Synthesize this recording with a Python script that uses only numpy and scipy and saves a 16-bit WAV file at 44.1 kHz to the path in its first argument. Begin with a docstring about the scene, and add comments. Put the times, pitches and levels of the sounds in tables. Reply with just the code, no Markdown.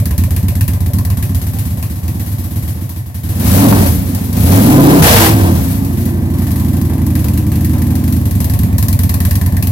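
"""A V-twin motorcycle with short open pipes idles, nearly stalls, is revved twice and settles again.
Each firing booms in its pipe, barks, and hisses as its pressure pulse hits the microphone port.
The valve gear clatters underneath and the bare garage rings. A close stereo microphone moves between
the pipe mouths and the handlebar and overloads on the revs; a harsh, tearing rasp ends the second."""
import sys
import numpy as np
from scipy import signal
from scipy.fft import rfft, irfft, next_fast_len
from scipy.io import wavfile
from scipy.ndimage import uniform_filter1d

SR = 44100
rng = np.random.default_rng(int(sys.argv[2]) if len(sys.argv) > 2 else 0)


def write(x):
    x = np.atleast_2d(x).T
    wavfile.write(sys.argv[1], SR, np.round(np.clip(x, -1, 1) * 32767).astype(np.int16))


N = 428211
TIME = np.arange(N) / SR


# the engine: slow idle, near stall, two revs, a fast idle that sinks: t/s, cycle rate/Hz
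CYCLE_RATE = [(0.0, 7.854), (0.4, 8.132), (0.89, 7.756), (0.99, 8.925), (1.09, 8.08), (1.71, 8.492),
              (1.96, 7.361), (2.08, 8.833), (2.44, 7.956), (2.56, 8.748), (2.96, 6.14), (3.11, 4.821),
              (3.37, 9.892), (3.42, 12.491), (3.66, 22.953), (4.02, 13.652), (4.3, 12.096), (4.44, 15.7),
              (4.72, 25.8), (4.9, 31.2), (4.99, 31.8), (5.06, 29.97), (5.28, 22.245), (5.67, 14.506),
              (5.9, 12.612), (6.15, 12.04), (6.42, 12.186), (6.5, 10.869), (6.76, 12.082), (6.96, 12.018),
              (7.25, 10.88), (7.5, 10.966), (7.74, 11.654), (8.17, 11.551), (8.25, 10.251), (8.4, 10.748),
              (8.73, 10.513), (8.83, 9.725), (9.14, 9.268), (9.71, 9.611)]

def firings(first_cycle=.4335, rear_lag_cycles=.435, jitter_s=0.00057):
    """The crank fires front and rear cylinder in turn; outside the fast idle each pop is a firing."""
    t = np.arange(-SR // 2, N) / SR
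    cycles = np.cumsum(curve(CYCLE_RATE, 1, t)) / SR
    cycles -= cycles[SR // 2] + first_cycle
    marks = (np.arange(-1, cycles[-1])[:, None] + [0, rear_lag_cycles]).ravel()
    times = np.interp(marks[marks < cycles[-1]], cycles, t)
    times = times + jitter_s * lumpiness(times) * rng.standard_normal(len(times))
    for at, *_ in POPS:
        if not FAST_IDLE_FROM_S < at < FAST_IDLE_TO_S:
            times[np.argmin(np.abs(times - at))] = at
    return times


# odd burns, nearly all half misfires: t/s, level/dB (scaled by odd_share)
MISFIRES = [(0.426, -2.5), (1.955, -3), (2.029, -7), (2.748, -10), (3.05, -2.5), (7.423, -12), (7.99, -12),
            (8.215, -4), (8.688, -10), (9.522, 2)]

def burns(times, rear_db, scatter_db, odd_share):
    """Size of each firing: the cylinders differ, no two burn alike, and a few half fail."""
    db = rear_db * (np.arange(len(times)) % 2 - .5)
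    db += scatter_db * lumpiness(times) * rng.standard_normal(len(times))
    for at, strength_db in MISFIRES:
        db[np.argmin(np.abs(times - at))] += odd_share * strength_db
    return undb(db)


def lumpiness(times, idle_share=0.55, pull_share=0.55, burble=0.6):
    """How much firings differ: 1 at slow idle, less at fast idle and under load, more running down."""
    fast = np.interp(curve(CYCLE_RATE, 1, times), [13, 17], [0, 1])
    load = np.interp(times, TIME, pulling())
    held = np.interp(times, TIME, fast_idle())
    return np.maximum(1 - idle_share * held + fast * (burble * (1 - load) - pull_share * load), .1)


def pulling():
    """1 while the engine gains or holds its speed, 0 as it runs down fast."""
    acceleration = uniform_filter1d(np.gradient(curve(CYCLE_RATE, 1)) * SR, SR // 10)
    return np.interp(acceleration, [-16, -5], [0, 1])


FAST_IDLE_FROM_S, FAST_IDLE_TO_S = 5.7, 8.2

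def fast_idle():
    """1 while the engine holds an even fast idle after the second rev."""
    return gate(FAST_IDLE_FROM_S, FAST_IDLE_TO_S, attack=0.24, release=0.088)


# two twists of the throttle: opens/s, shuts/s, opening time/s, opening/0-1
THROTTLE = [(3.234, 3.689, 0.2, 0.67), (4.332, 5.014, 0.027, 0.76)]

def loudness(by_speed, near_db, throttle_db):
    """Level in dB of one layer, set by crank speed, microphone distance and throttle."""
    throttle = sum(opening * gate(opens, shuts, attack, release=0.11)
                   for opens, shuts, attack, opening in THROTTLE)
    return curve(by_speed, 1, curve(CYCLE_RATE, 1)) + near_db * nearness() + throttle_db * throttle


# cylinder and pipe, front then rear: f at opening/Hz, f at shutting/Hz, open time/cycles, swell/dB
CYLINDERS = [(74.3, 112, 0.425, -4), (78.2, 128.7, 0.334, -1)]
# standing waves of the garage: f/Hz, width/Hz, level/dB
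ROOM_MODES = [(58, 19, 2.5), (79.9, 15, 4), (94.5, 2.8, 4.5), (102.1, 7.7, 9), (126.9, 9.8, 12)]

def boom(times, sizes, rise_s=0.0029, shut_share=0.034, longest_cycle_s=0.204, scatter=0.053):
    """With its valve open a cylinder rings with its pipe; the rising piston lifts the pitch."""
    out, t = np.zeros(N + SR), TIME[:SR // 10]
    cycle = np.minimum(times[2:] - times[:-2], longest_cycle_s)
    pitch, stretch = (1 + scatter * lumpiness(times)[:, None] * rng.standard_normal((len(times), 2))).T
    for k, (start, size) in enumerate(zip(times, sizes)):
        open_hz, shut_hz, open_share, swell_db = CYLINDERS[k % 2]
        stroke = t / (open_share * stretch[k] ** 2 * cycle[min(k, len(cycle) - 1)])
        travel = np.minimum(stroke, 1)
        hz = pitch[k] * (open_hz + (shut_hz - open_hz) * travel ** 2)
        valve = (1 - np.exp(-t / rise_s)) * (1 - np.tanh((stroke - 1) / (2 * shut_share))) / 2
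        wave = -np.cos(2 * np.pi * np.cumsum(hz) / SR) * valve * undb(swell_db * (travel - 1))
        at = int(start * SR) + SR // 2
        out[at:at + len(t)] += np.sqrt(2) * size * wave
    out = out[SR // 2:][:N]
    wet = undb(2 - 10 * nearness())  # from afar the room fills the gaps
    return out + wet * convolve(out, ring(ROOM_MODES)) * 2 * np.pi / SR


# boom of the pipes: cycle rate/Hz, level/dB
BOOM_LEVEL = [(5, -21), (8, -15), (10, -15), (12, -15.5), (15, -12.5), (19, -8), (23, -7), (32, -7)]
# their low note at speed: f/cycle rate, level/dB
LOW_ORDERS = [(3, -18), (4, -11), (5, 3), (6, -14), (7, -19)]
# extra boom as the engine runs down after each rev: start/s, end/s
OVERRUN = [(3.72, 3.87), (5.31, 5.49)]

def low_pipes(times, tearing_db=-1, overrun_db=3.0):
    """Separate thumps at idle run together into a note at speed, which breaks up in the tearing rasp."""
    fast = np.interp(curve(CYCLE_RATE, 1), [14.5, 18], [0, 1])
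    note_share = np.clip(0.95 * (1 - 0.95 * tearing_envelope(release=0.013)) * fast, 0, .92)
    sizes = burns(times, rear_db=3.5, scatter_db=1.5, odd_share=0.39)
    thumps = steady(boom(times + 0.00055, sizes), 0.2)
    tone = note(LOW_ORDERS, waver_db=3.0, waver_rad=0.39, waver_hz=30)
    level_db = loudness(BOOM_LEVEL, near_db=7, throttle_db=6.0) + tearing_db * tearing_envelope()
    level_db += overrun_db * sum(gate(start, end, .04, 0.017) for start, end in OVERRUN)
    return (np.sqrt(1 - note_share) * thumps + np.sqrt(note_share) * tone) * undb(level_db)


# upper resonances of pipes and garage: f/Hz, width/Hz, level/dB
BARK_MODES = [(155.6, 16.6, 2), (206.3, 22.6, 1.5), (235.8, 2.3, -2), (265.1, 11, 5.5), (225, 42, -14.5)]

def bark(times, sizes, gust_db=-16, spread_s=.04, thud_hz=212, thud_s=0.01051, thud_db=9):
    """The sharp front of each blowdown thuds and rings the upper resonances; weaker gusts follow."""
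    chance = rng.random((len(times), 2, 4))
    gust_times = times[:, None] + spread_s * chance[:, 0]
    gust_sizes = (sizes * lumpiness(times))[:, None] * (4 * chance[:, 1] - 2)
    gusts = pulses(gust_times.ravel(), gust_sizes.ravel())
    response = echoed(band(ring(BARK_MODES), 129, 314.7, order=4))
    t = TIME[:int(thud_s * SR)]
    window = np.sin(np.pi * t / thud_s) ** 2
    thud = undb(thud_db) * window * np.cos(2 * np.pi * thud_hz * (t - thud_s / 2))
    fronts = pulses(times, sizes)
    return convolve(fronts, thud) - convolve(fronts + undb(gust_db) * gusts, response)


# bark of the pipes: cycle rate/Hz, level/dB
BARK_LEVEL = [(5, -33), (8, -25), (9.7, -22.5), (11, -19.5), (16, -14), (23, -7.5), (32, -4.5)]
# harmonics of the roar and of the fast-idle hum: f/cycle rate, level/dB
ROAR_ORDERS = [(8, -19), (9, -2), (10, -2.5), (11, -8), (12, -3), (13, -14), (14, -8.5)]
HUM_ORDERS = [(10, -4), (12, -1.5), (15, -8), (16, 0.5), (17, -3), (19, 1.5), (20, -4.5), (21, -0.5),
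              (22, -2), (25, -6.5), (26, -6.5), (27, -5.5), (28, -13.5), (29, -1), (33, -13)]

def high_pipes(times, tearing_db=-5, fast_idle_db=2.0):
    """The bark hums at fast idle and turns to a roar as the engine pulls at speed; drones ride on it."""
    roar_share = pulling() * np.interp(curve(CYCLE_RATE, 1), [15, 25], [0, 0.78])
    hum_share = 0.48 * (1 - roar_share) * fast_idle()
    bark_share = np.maximum(1 - roar_share - hum_share, 0)
    sizes = burns(times, rear_db=-3.0, scatter_db=2.0, odd_share=0.34)
    barks = np.sqrt(bark_share) * steady(bark(times, sizes), 0.23)
    roar = np.sqrt(roar_share) * note(ROAR_ORDERS, waver_db=3.0, waver_rad=0.62, waver_hz=35)
    hum = np.sqrt(hum_share) * note(HUM_ORDERS, waver_db=0.5, waver_rad=0.073, waver_hz=5.5)
    level_db = loudness(BARK_LEVEL, near_db=6.0, throttle_db=6)
    level_db += tearing_db * tearing_envelope() + fast_idle_db * fast_idle()
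    return (barks + roar + hum + drones(times)) * undb(level_db)


# how the pipes favour harmonics that sweep through them: f/Hz, level/dB
PIPE_GAIN = [(60, -11), (82, -6), (100, 6.5), (125, 2), (160, -3), (195, -2), (222, -3), (248, -2.5),
             (265, -6), (285, 3), (325, -4), (380, -12.5), (450, -11)]

def note(orders, waver_db, waver_rad, waver_hz):
    """Harmonics locked to the crank; each wavers, and swells as it passes a resonance of the pipes."""
    speed = curve(CYCLE_RATE, 1)
    turn = 2 * np.pi * np.cumsum(speed) / SR
    out, power = 0, 0
    for k, db in orders:
        size = undb(db + curve(PIPE_GAIN, 1, k * speed))
        waver = undb(waver_db * wander(waver_hz))
        phase = k * turn + 2 * np.pi * rng.random() + waver_rad * wander(waver_hz)
        out += size * waver * np.cos(phase)
        power += size ** 2
    return unit(out / np.sqrt(power))


# passing drones: start/s, end/s, f/Hz, width/Hz, level against the bark/dB
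DRONES = [(0, 3.3, 165, 9.5, -7.5), (0, 1.5, 364, 40, -23), (1.799, 3.4, 313.4, 23, -10.5),
          (3.5, 4.1, 279.3, 10, -8), (4.45, 4.87, 282.6, 12, -8), (5.151, 5.5, 326, 14, -3.5),
          (5.3, 6.15, 269.2, 6.7, -6.5), (5.85, 6.3, 343, 8.2, -12), (7.0, 7.7, 304, 7.6, -11)]

def drones(times, jitter_s=0.00064):
    """Uneven firings keep narrow resonances humming."""
    uneven = times + jitter_s * lumpiness(times) * rng.standard_normal(len(times))
    drive = pulses(uneven, np.ones(len(times)))
    out = 0
    for start, end, hz, width, db in DRONES:
        hum = band(convolve(drive, ring([(hz, width, 0)])), 0.936 * hz, 1.075 * hz)
        out += steady(hum, 0.3) * undb(db) * gate(start, end, attack=0.063, release=0.017)
    return out


# bright hiss at the microphone port: f/Hz, level/dB
HISS_COLOUR = [(700, -8), (1400, -2.5), (1850, -0.5), (2600, -3), (4000, -1.5), (6000, -3), (8500, -1.5),
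               (10000, 1.5), (11800, 8.5), (13500, 6.5), (15800, -4)]
# its strength: cycle rate/Hz, level/dB
HISS_LEVEL = [(5, -33), (8, -27), (12, -29), (16, -20.5), (21, -22), (32, -29.5)]
# the treble of hiss and clatter rises and dips: t/s, level/dB
TREBLE = [(3.2, -2), (3.46, -1), (3.57, -3.5), (3.7, -3.5), (3.85, -1), (3.98, -4), (4.2, 0), (4.35, -5.5),
          (4.5, -5.5), (5.0, 3), (5.55, -5), (5.7, -1), (5.8, -6), (6.0, 0.5), (6.1, -3), (6.15, -8),
          (6.32, -5.5), (6.38, -1.5), (6.5, 0.5), (7.0, -5.5), (7.2, -1), (8.25, -1.5), (8.45, 0.5),
          (8.85, 0), (9.71, -1.5)]

def port_hiss(times, far_smear=0.84):
    """A puff of bright hiss with each firing, as its pressure pulse hits the microphone port."""
    speed = curve(CYCLE_RATE, 1, times)
    level_db = np.interp(times, TIME, loudness(HISS_LEVEL, near_db=2.0, throttle_db=11.0))
    level_db += curve(TREBLE, 1, times)
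    sizes = undb(level_db) * burns(times, rear_db=0.4, scatter_db=2.2, odd_share=0.91)
    energy = sizes ** 2 * SR / (2 * speed)
    # crisp beside the pipes, drawn out at speed and from afar
    smear = np.clip(np.interp(speed, [12, 17], [0, 1]) + far_smear * (1 - nearness(times)), 0, 1)
    crisp, drawn = puff(0.00023, 0.0029, -6.0, 0.02), puff(0.0041, .006, 7.7, 0.028)
    power = convolve(pulses(times, energy * (1 - smear)), crisp / crisp.sum())
    power += convolve(pulses(times, energy * smear), drawn / drawn.sum())
    return stereo_noise(HISS_COLOUR) * np.sqrt(np.abs(power))


# pops at the pipe mouths: t/s, crack level/dB, levels of the low, middle and high wall mode/dB
POPS = [(0.056, -9.5, -38.5, -31, -45), (0.1081, -19, -37, -35, -35), (0.179, -9, -43, -34, -34),
        (0.2369, -17, -32, -39.5, -40), (0.3636, -13, -35, -34, -37), (0.483, -17, -36, -44, -33),
        (0.609, -6.5, -34, -30, -28), (0.6789, -9, -31, -33, -32), (0.9339, -12, -35, -51, -46),
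        (0.985, -11, -27.5, -39, -43), (1.05, -11, -40, -34, -40), (1.1013, -15, -31, -39, -34),
        (1.2256, -17, -38.5, -33, -32), (1.8262, -12.5, -34, -37, -33), (2.0796, -13.5, -39, -40, -37),
        (2.8927, -18, -35, -46, -47), (4.148, -10, -43, -41, -44), (4.3282, -10.5, -39, -37, -42),
        (5.8475, -15, -42, -44, -42), (6.0536, -15, -40, -42, -42), (6.516, -13.5, -34, -47, -44),
        (6.598, -21, -32, -49, -48), (6.8138, -15, -38, -42, -44), (7.0648, -13, -34, -38, -41),
        (7.1532, -11, -40, -29, -32), (7.2421, -12, -30, -45, -36), (7.2837, -16, -43, -46, -38),
        (7.375, -13, -37, -36, -35), (7.5175, -21, -46, -45, -39), (7.5562, -16, -42, -44, -37),
        (7.6466, -10.5, -42, -30, -40), (7.8189, -15, -40, -34, -40), (7.9533, -12, -44, -39, -39),
        (8.0784, -15, -39, -32, -41), (8.1247, -10.5, -44, -40, -37), (8.3097, -13.5, -36, -43, -46),
        (8.403, -9, -33, -36, -35), (8.4435, -8.5, -34, -39, -38), (8.4972, -12, -40, -41, -39),
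        (8.536, -12, -35, -37, -37), (8.5897, -10, -42, -45, -43), (8.782, -3.5, -31, -34, -34),
        (8.826, -7, -29, -33.5, -48), (8.8836, -4, -29, -33, -38), (8.928, -7.5, -35, -38, -40),
        (8.99, -11.5, -40, -32, -48), (9.0341, -10, -36, -36, -37), (9.0929, -5.5, -30, -27, -32),
        (9.141, -7.5, -27, -33, -37), (9.203, -10, -32, -29, -40), (9.2504, -21, -35, -30, -44),
        (9.3093, -5.5, -30, -28, -32), (9.3543, -5.5, -32, -34, -42), (9.413, -17, -33, -28, -50),
        (9.461, -11, -35, -28, -52), (9.5673, -13, -34, -25.5, -46), (9.625, -6, -37, -37, -29),
        (9.671, -9, -38, -33, -39)]
# wall modes that a pop rings: f/Hz, width/Hz, power decay/s, level/dB
POP_MODES = [(1020, 156, 0.013, -0.5), (1820, 350, 0.0065, 3.5), (2593, 510, 0.014, -1)]
# the crack of a pop: f/Hz, level/dB
CRACK_COLOUR = [(1500, -29), (3000, -9), (4200, 3), (6500, 0), (9000, 0.5), (11800, 10.5), (13500, 7),
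                (15800, 5)]

def pops(crack_db=-6.0, spit_db=-9):
    """A hard burn cracks at the pipe mouth and rings the thin walls, each time in another blend."""
    times, peak_db, *wall_db = np.transpose(POPS)
    crack = bursts(times, undb(peak_db + crack_db), puff(.0002, .0034, -8, .016))
    spit = bursts(times, undb(peak_db + spit_db), puff(.00006, .001, -20, .004))
    out = stereo_noise(CRACK_COLOUR) * crack + stereo_noise(CRACK_COLOUR) * spit
    for (hz, width, decay, db), ring_db in zip(POP_MODES, wall_db):
        wall = unit(band(rng.standard_normal((2, N)), hz - width / 2, hz + width / 2))
        out += wall * bursts(times, undb(ring_db + db), puff(.0004, decay, -15, .03))
    return out


# turbulence in the pipe mouths: f/Hz, level/dB
RASP_COLOUR = [(300, -5), (390, 5), (470, -7), (560, 0), (700, -11), (900, -4), (1100, -9), (1400, -25),
               (1850, -20), (2600, -21), (5000, -31)]
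# its strength: cycle rate/Hz, level/dB
RASP_LEVEL = [(5, -49), (8, -39.5), (12, -33.5), (15, -30.5), (19, -17), (23, -18), (32, -11.5)]
# pipe walls and engine castings: f/Hz, width/Hz, level/dB
METAL_MODES = [(483, 100, 8.5), (573.4, 9.2, 8), (688, 84, 8), (781, 12, 4.5), (888, 22, 2.5),
               (1006, 6.4, 12.5), (1138, 2.7, 5.5), (1550, 31, 0.5), (1700, 32, -10), (1880, 15.5, -26),
               (2010, 6.1, -4)]

def rasp(times, flow_db=-4, metal_db=-2, side_db=-4, scatter_db=4.9):
    """Turbulence in the pipe mouths swells with every firing and sets the metal ringing."""
    sizes = undb(scatter_db * rng.standard_normal(len(times)))
    flow = steady(bursts(times, sizes, puff(0.00061, 0.0052, 7, 0.18)), 0.49)
    knocks = rng.standard_normal((2, N)) * bursts(times, sizes, puff(0.00082, 0.00077, 1, 0.052))
    metal = np.array([steady(convolve(knock, ring(METAL_MODES)), 0.12) for knock in knocks])
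    mid, side = undb(flow_db) * stereo_noise(RASP_COLOUR) * flow + undb(metal_db) * metal
    stereo = at_ports(mid) + undb(side_db) * np.array([side, -side])
    return stereo * undb(loudness(RASP_LEVEL, near_db=3.5, throttle_db=2.0))


# the tearing rasp that ends the second rev: f/Hz, level/dB
TEARING_COLOUR = [(350, -16), (600, 3), (678, 4), (941, 4), (1220, -2), (1790, 0), (1940, -1.5),
                  (8470, -10.5), (13100, -3.5), (15700, -12.5)]

def tearing(times, level_db=-2.5, howl_hz=468, howl_width_hz=30, howl_db=-13, scatter_db=1.4):
    """A harsh, tearing rasp and a howl as the throttle snaps shut, probably the microphone overloading."""
    sizes = undb(scatter_db * rng.standard_normal(len(times)))
    flutter = steady(bursts(times, sizes, puff(0.00085, 0.0054, 7.7, 0.049)), 0.64)
    howl = convolve(rng.standard_normal(N), ring([(howl_hz, howl_width_hz, 0)]))
    howl = undb(howl_db) * unit(band(howl, 330, 660))
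    return (spread_noise(TEARING_COLOUR) + howl) * flutter * tearing_envelope() * undb(level_db)


def tearing_envelope(start_s=5.018, sag_from_s=5.136, end_s=5.262, release=0.051, sag_db_per_s=22):
    """The tearing rasp starts at once, holds and tapers."""
    sag = undb(-sag_db_per_s * np.maximum(TIME - sag_from_s, 0))
    return gate(start_s, end_s, 0.0099, release) * sag


def spread_noise(points):
    """Noise whose lows are much alike at both ports and whose treble is spread wide."""
    shared = colour(at_ports(stereo_noise(points)[0]), [(600, -1.2), (1200, -3), (3000, -10)])
    wide = colour(stereo_noise(points), [(600, -6), (1200, -3), (3000, -.5)])
    return shared + wide


def backfire(at_s=3.724, low_hz=620, high_hz=1200, level_db=-6):
    """One hollow bang in the pipes just after the first blip shuts."""
    noise = unit(band(rng.standard_normal((2, N)), low_hz, high_hz))
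    return noise * gate(at_s, at_s, attack=0.00094, release=0.013) * undb(level_db)


# thin walls of the front and the rear pipe: f/Hz, width/Hz, level/dB
FRONT_WALL = [(1010, 63, 1), (1710, 100, -3)]
REAR_WALL = [(1100, 81, -10), (1950, 190, -11), (2400, 270, 3)]

def wall_clack(times, front_db=-58, rear_db=-59, near_db=14):
    """Each firing rattles the thin wall of its own pipe; it is heard only close by."""
    sizes = burns(times, rear_db=0, scatter_db=2.0, odd_share=.6)
    out = 0
    for k, (wall, level_db) in enumerate([(FRONT_WALL, front_db), (REAR_WALL, rear_db)]):
        hits = bursts(times[k::2], sizes[k::2], puff(.0006, 0.0013, -12, 0.022))
        rattle = convolve(rng.standard_normal((2, N)) * hits, ring(wall)[None])
        out += undb(level_db) * unit(band(rattle, 1100, 2540, order=4))
    return out * undb(near_db * nearness())


# valve gear and chain: f/Hz, level/dB
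CLATTER_COLOUR = [(500, 16.5), (1000, 8), (1400, 4), (1900, 4), (3000, 0.5), (6000, 0.5), (8500, -2.5),
                  (11800, 5), (13500, -1), (15800, 6)]
# their strength: cycle rate/Hz, level/dB
CLATTER_LEVEL = [(5, -24.5), (8, -20), (12, -16.5), (19, -7), (32, -18)]

def clatter(times, scatter_db=4, spread_s=0.032, whirr_power=0.022, tick_power=0.089):
    """Valves and chain tick at odd moments between the firings, over a steady whirr."""
    tick_times = (times[:, None] + spread_s * rng.random((len(times), 4))).ravel()
    sizes = undb(scatter_db * rng.standard_normal(len(tick_times)))
    ticks = unit(bursts(tick_times, sizes, puff(0.0006, 0.00048, -3, 0.045)))
    level_db = loudness(CLATTER_LEVEL, near_db=-5, throttle_db=13.0) + curve(TREBLE, 1)
    return stereo_noise(CLATTER_COLOUR) * np.sqrt(whirr_power + tick_power * ticks ** 2) * undb(level_db)


def valve_knock(times, hz=588, width_hz=30, lag_cycles=0.32, scatter_db=2.5, bounce_s=0.01405):
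    """The rear exhaust valve shuts with a hollow knock and a bounce, clearest close by at slow idle."""
    rear = times[1::2]
    cycle = np.minimum(np.gradient(rear), .135)
    shuts = rear + lag_cycles * cycle
    sizes = undb(-34.5 + 14 * nearness(rear)) * (cycle / cycle.max()) ** 2
    sizes *= undb(scatter_db * rng.standard_normal(len(rear)))
    bounces = pulses(shuts + bounce_s * rng.random(len(rear)), .5 * sizes)
    return band(convolve(pulses(shuts, sizes) + bounces, ring([(hz, width_hz, 0)]) / width_hz), 200, 750)


# cylinder heads and fins: f/Hz, width/Hz, level/dB
HEAD_MODES = [(675, 17, 1), (735, 36, -1.5), (796, 23, -2.5), (908, 23, -1), (1033, 21, -2.5),
              (1107, 24, -4), (1785, 47, -3.5), (1950, 62, -5)]
# their ring as the microphone passes them: t/s, level/dB
HEAD_LEVEL = [(0, -48), (1.3, -39.5), (2, -43), (5.5, -47), (5.9, -38), (6.33, -43), (6.43, -34.5),
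              (6.7, -41), (7.1, -45), (7.8, -45), (8.5, -38), (9.71, -37)]

def valves(times, late_share=.45, late_db=-3, scatter_db=2.0):
    """The valves strike twice per firing and ring the cylinder heads."""
    strikes = np.c_[times, times + late_share * np.gradient(times)]
    sizes = undb(np.array([0, late_db]) + scatter_db * rng.standard_normal(strikes.shape))
    ringing = convolve(pulses(strikes.ravel(), sizes.ravel()), ring(HEAD_MODES))
    ringing = steady(band(ringing, 590, 2900), .4) * undb(curve(HEAD_LEVEL, 1))
    return at_ports(ringing) + garage(ringing, t60=0.47, level_db=-5)


# first echoes off the garage floor and walls: delay/s, gain/ratio
ECHOES = [(.0072, -0.92), (0.0167, 0.43), (0.0214, .35)]

def echoed(response):
    """Add the echoes of floor and walls; the first 40 ms come out at rms 1."""
    t = TIME[:len(response)]
    out = response + sum(gain * np.interp(t - delay, t, response, left=0) for delay, gain in ECHOES)
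    return out / np.sqrt(np.mean(out[:SR // 25] ** 2))


def garage(x, t60=1.0, level_db=-16, build_s=0.067):
    """Diffuse ring of the bare walls, different left and right and weak in the deep bass."""
    t = TIME[:SR // 2]
    tail = rng.standard_normal((2, len(t))) * undb(-60 * t / t60) * (1 - np.exp(-t / build_s))
    tail /= np.sqrt(np.sum(tail ** 2, axis=1, keepdims=True))
    return undb(level_db) * colour(convolve(x[None], tail), [(60, -4), (110, -2), (250, 2), (500, 2)])


# path of the microphone along the motorcycle: t/s, nearness/0-1
MIC_PATH = [(0, 0.86), (1.05, 0.77), (1.8, 0.086), (2.3, 0.034), (5.7, 0.059), (6.5, 0.55), (7.3, 0.7),
            (8.3, 0.73), (8.8, 1), (9.71, 0.86)]

def nearness(at=TIME):
    """Place of the microphone: 0 at the handlebar, 1 beside the pipe mouths."""
    return curve(MIC_PATH, 1, at)


# the microphone turns: t/s, lag of its left port behind the right/s
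LEFT_LAG = [(0, 0), (1.7, .00022), (5.7, .00024), (7.6, 0), (8.3, -.00026), (9.71, -.00022)]

def at_ports(x):
    """The sound reaches one microphone port a little before the other."""
    lag = curve(LEFT_LAG, 1) / 2
    return np.array([np.interp(TIME - side * lag, TIME, x) for side in (1, -1)])


def puff(rise, decay, tail_db, tail):
    """Power of a puff: a quick rise, a fast fall and a longer tail in the garage; times in s."""
    t = TIME[:SR // 4]
    return (1 - np.exp(-t / rise)) ** 2 * (np.exp(-t / decay) + undb(tail_db) ** 2 * np.exp(-t / tail))


def bursts(times, sizes, shape):
    """Amplitude envelope of puffs whose powers add."""
    return np.sqrt(np.abs(convolve(pulses(times, sizes ** 2), shape)))


def pulses(times, sizes):
    """One impulse at each time."""
    return np.bincount(np.clip(times * SR, 0, N - 1).astype(int), sizes * (times >= -.03), N)


def ring(modes):
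    """Response of damped resonances to one push."""
    t = TIME[:SR // 3]
    return sum(undb(db) * width * np.exp(-np.pi * width * t) * np.cos(2 * np.pi * hz * t)
               for hz, width, db in modes)


def gate(start, end, attack, release):
    """Envelope that opens at start, holds, and dies away after end; times in s."""
    return np.clip((TIME - start) / attack, 0, 1) * np.exp(-np.maximum(TIME - end, 0) / release)


def steady(x, window_s):
    """Hold a pulsing sound near rms 1 without flattening its pulses."""
    size = int(window_s * SR)
    power = uniform_filter1d(uniform_filter1d(x ** 2, size), size)
    return x / np.sqrt(np.abs(power) + 1e-3 * np.mean(x ** 2))


def wander(rate_hz):
    """Random drift with a spread near 1."""
    return np.interp(TIME, np.arange(600) / rate_hz, rng.standard_normal(600))


def curve(rows, column, at=TIME):
    """One column of a table, joined by straight lines."""
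    rows = np.asarray(rows)
    return np.interp(at, rows[:, 0], rows[:, column])


def colour(x, points):
    """Shape a sound by points of f/Hz, level/dB."""
    hz, db = np.transpose(points)
    size = next_fast_len(N + 4096)
    f = np.maximum(np.fft.rfftfreq(size, 1 / SR), 1)
    return irfft(rfft(x, size) * undb(np.interp(np.log(f), np.log(hz), db)), size)[..., :N]


def stereo_noise(points):
    return unit(colour(rng.standard_normal((2, N)), points))


def convolve(x, response):
    return signal.fftconvolve(x, response, axes=-1)[..., :N]


def band(x, low_hz, high_hz, order=2):
    return signal.sosfilt(signal.butter(order, [low_hz, high_hz], "band", fs=SR, output="sos"), x)


def undb(db):
    return 10 ** (np.asarray(db) / 20)


def unit(x):
    return x / np.sqrt(np.mean(x ** 2))


def scene():
    """The firings drive the pipes and the valve gear, close by in the ringing garage."""
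    times = firings()
    pipes = low_pipes(times) + high_pipes(times) + valve_knock(times)
    out = at_ports(pipes) + garage(pipes) + port_hiss(times) + pops() + wall_clack(times) + rasp(times)
    return out + clatter(times) + valves(times) + tearing(times) + backfire()


# balance of the microphone ports: f/Hz, left minus right level/dB
PORT_BALANCE = [(100, -1.2), (300, -1.2), (900, 1), (4000, 1), (7000, 4), (10000, 7), (12500, 6),
                (15500, 2)]

def record(dry, knee=21.0, ceiling=1.05, top_hz=15800):
    """Each port colours the sound; the microphone rounds the loudest peaks and cuts deep bass and top."""
    ports = np.array([colour(x, [(hz, side * db / 2) for hz, db in PORT_BALANCE])
                      for x, side in zip(dry, (1, -1))])
    rounded = ports / (1 + np.abs(ports / ceiling) ** knee) ** (1 / knee)
    thinned = colour(rounded, [(10, -30), (28, -24), (48, -2.5)])
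    return signal.sosfilt(signal.ellip(10, .1, 70, top_hz, fs=SR, output="sos"), thinned)


dry = scene()
out = record(dry)
write(out)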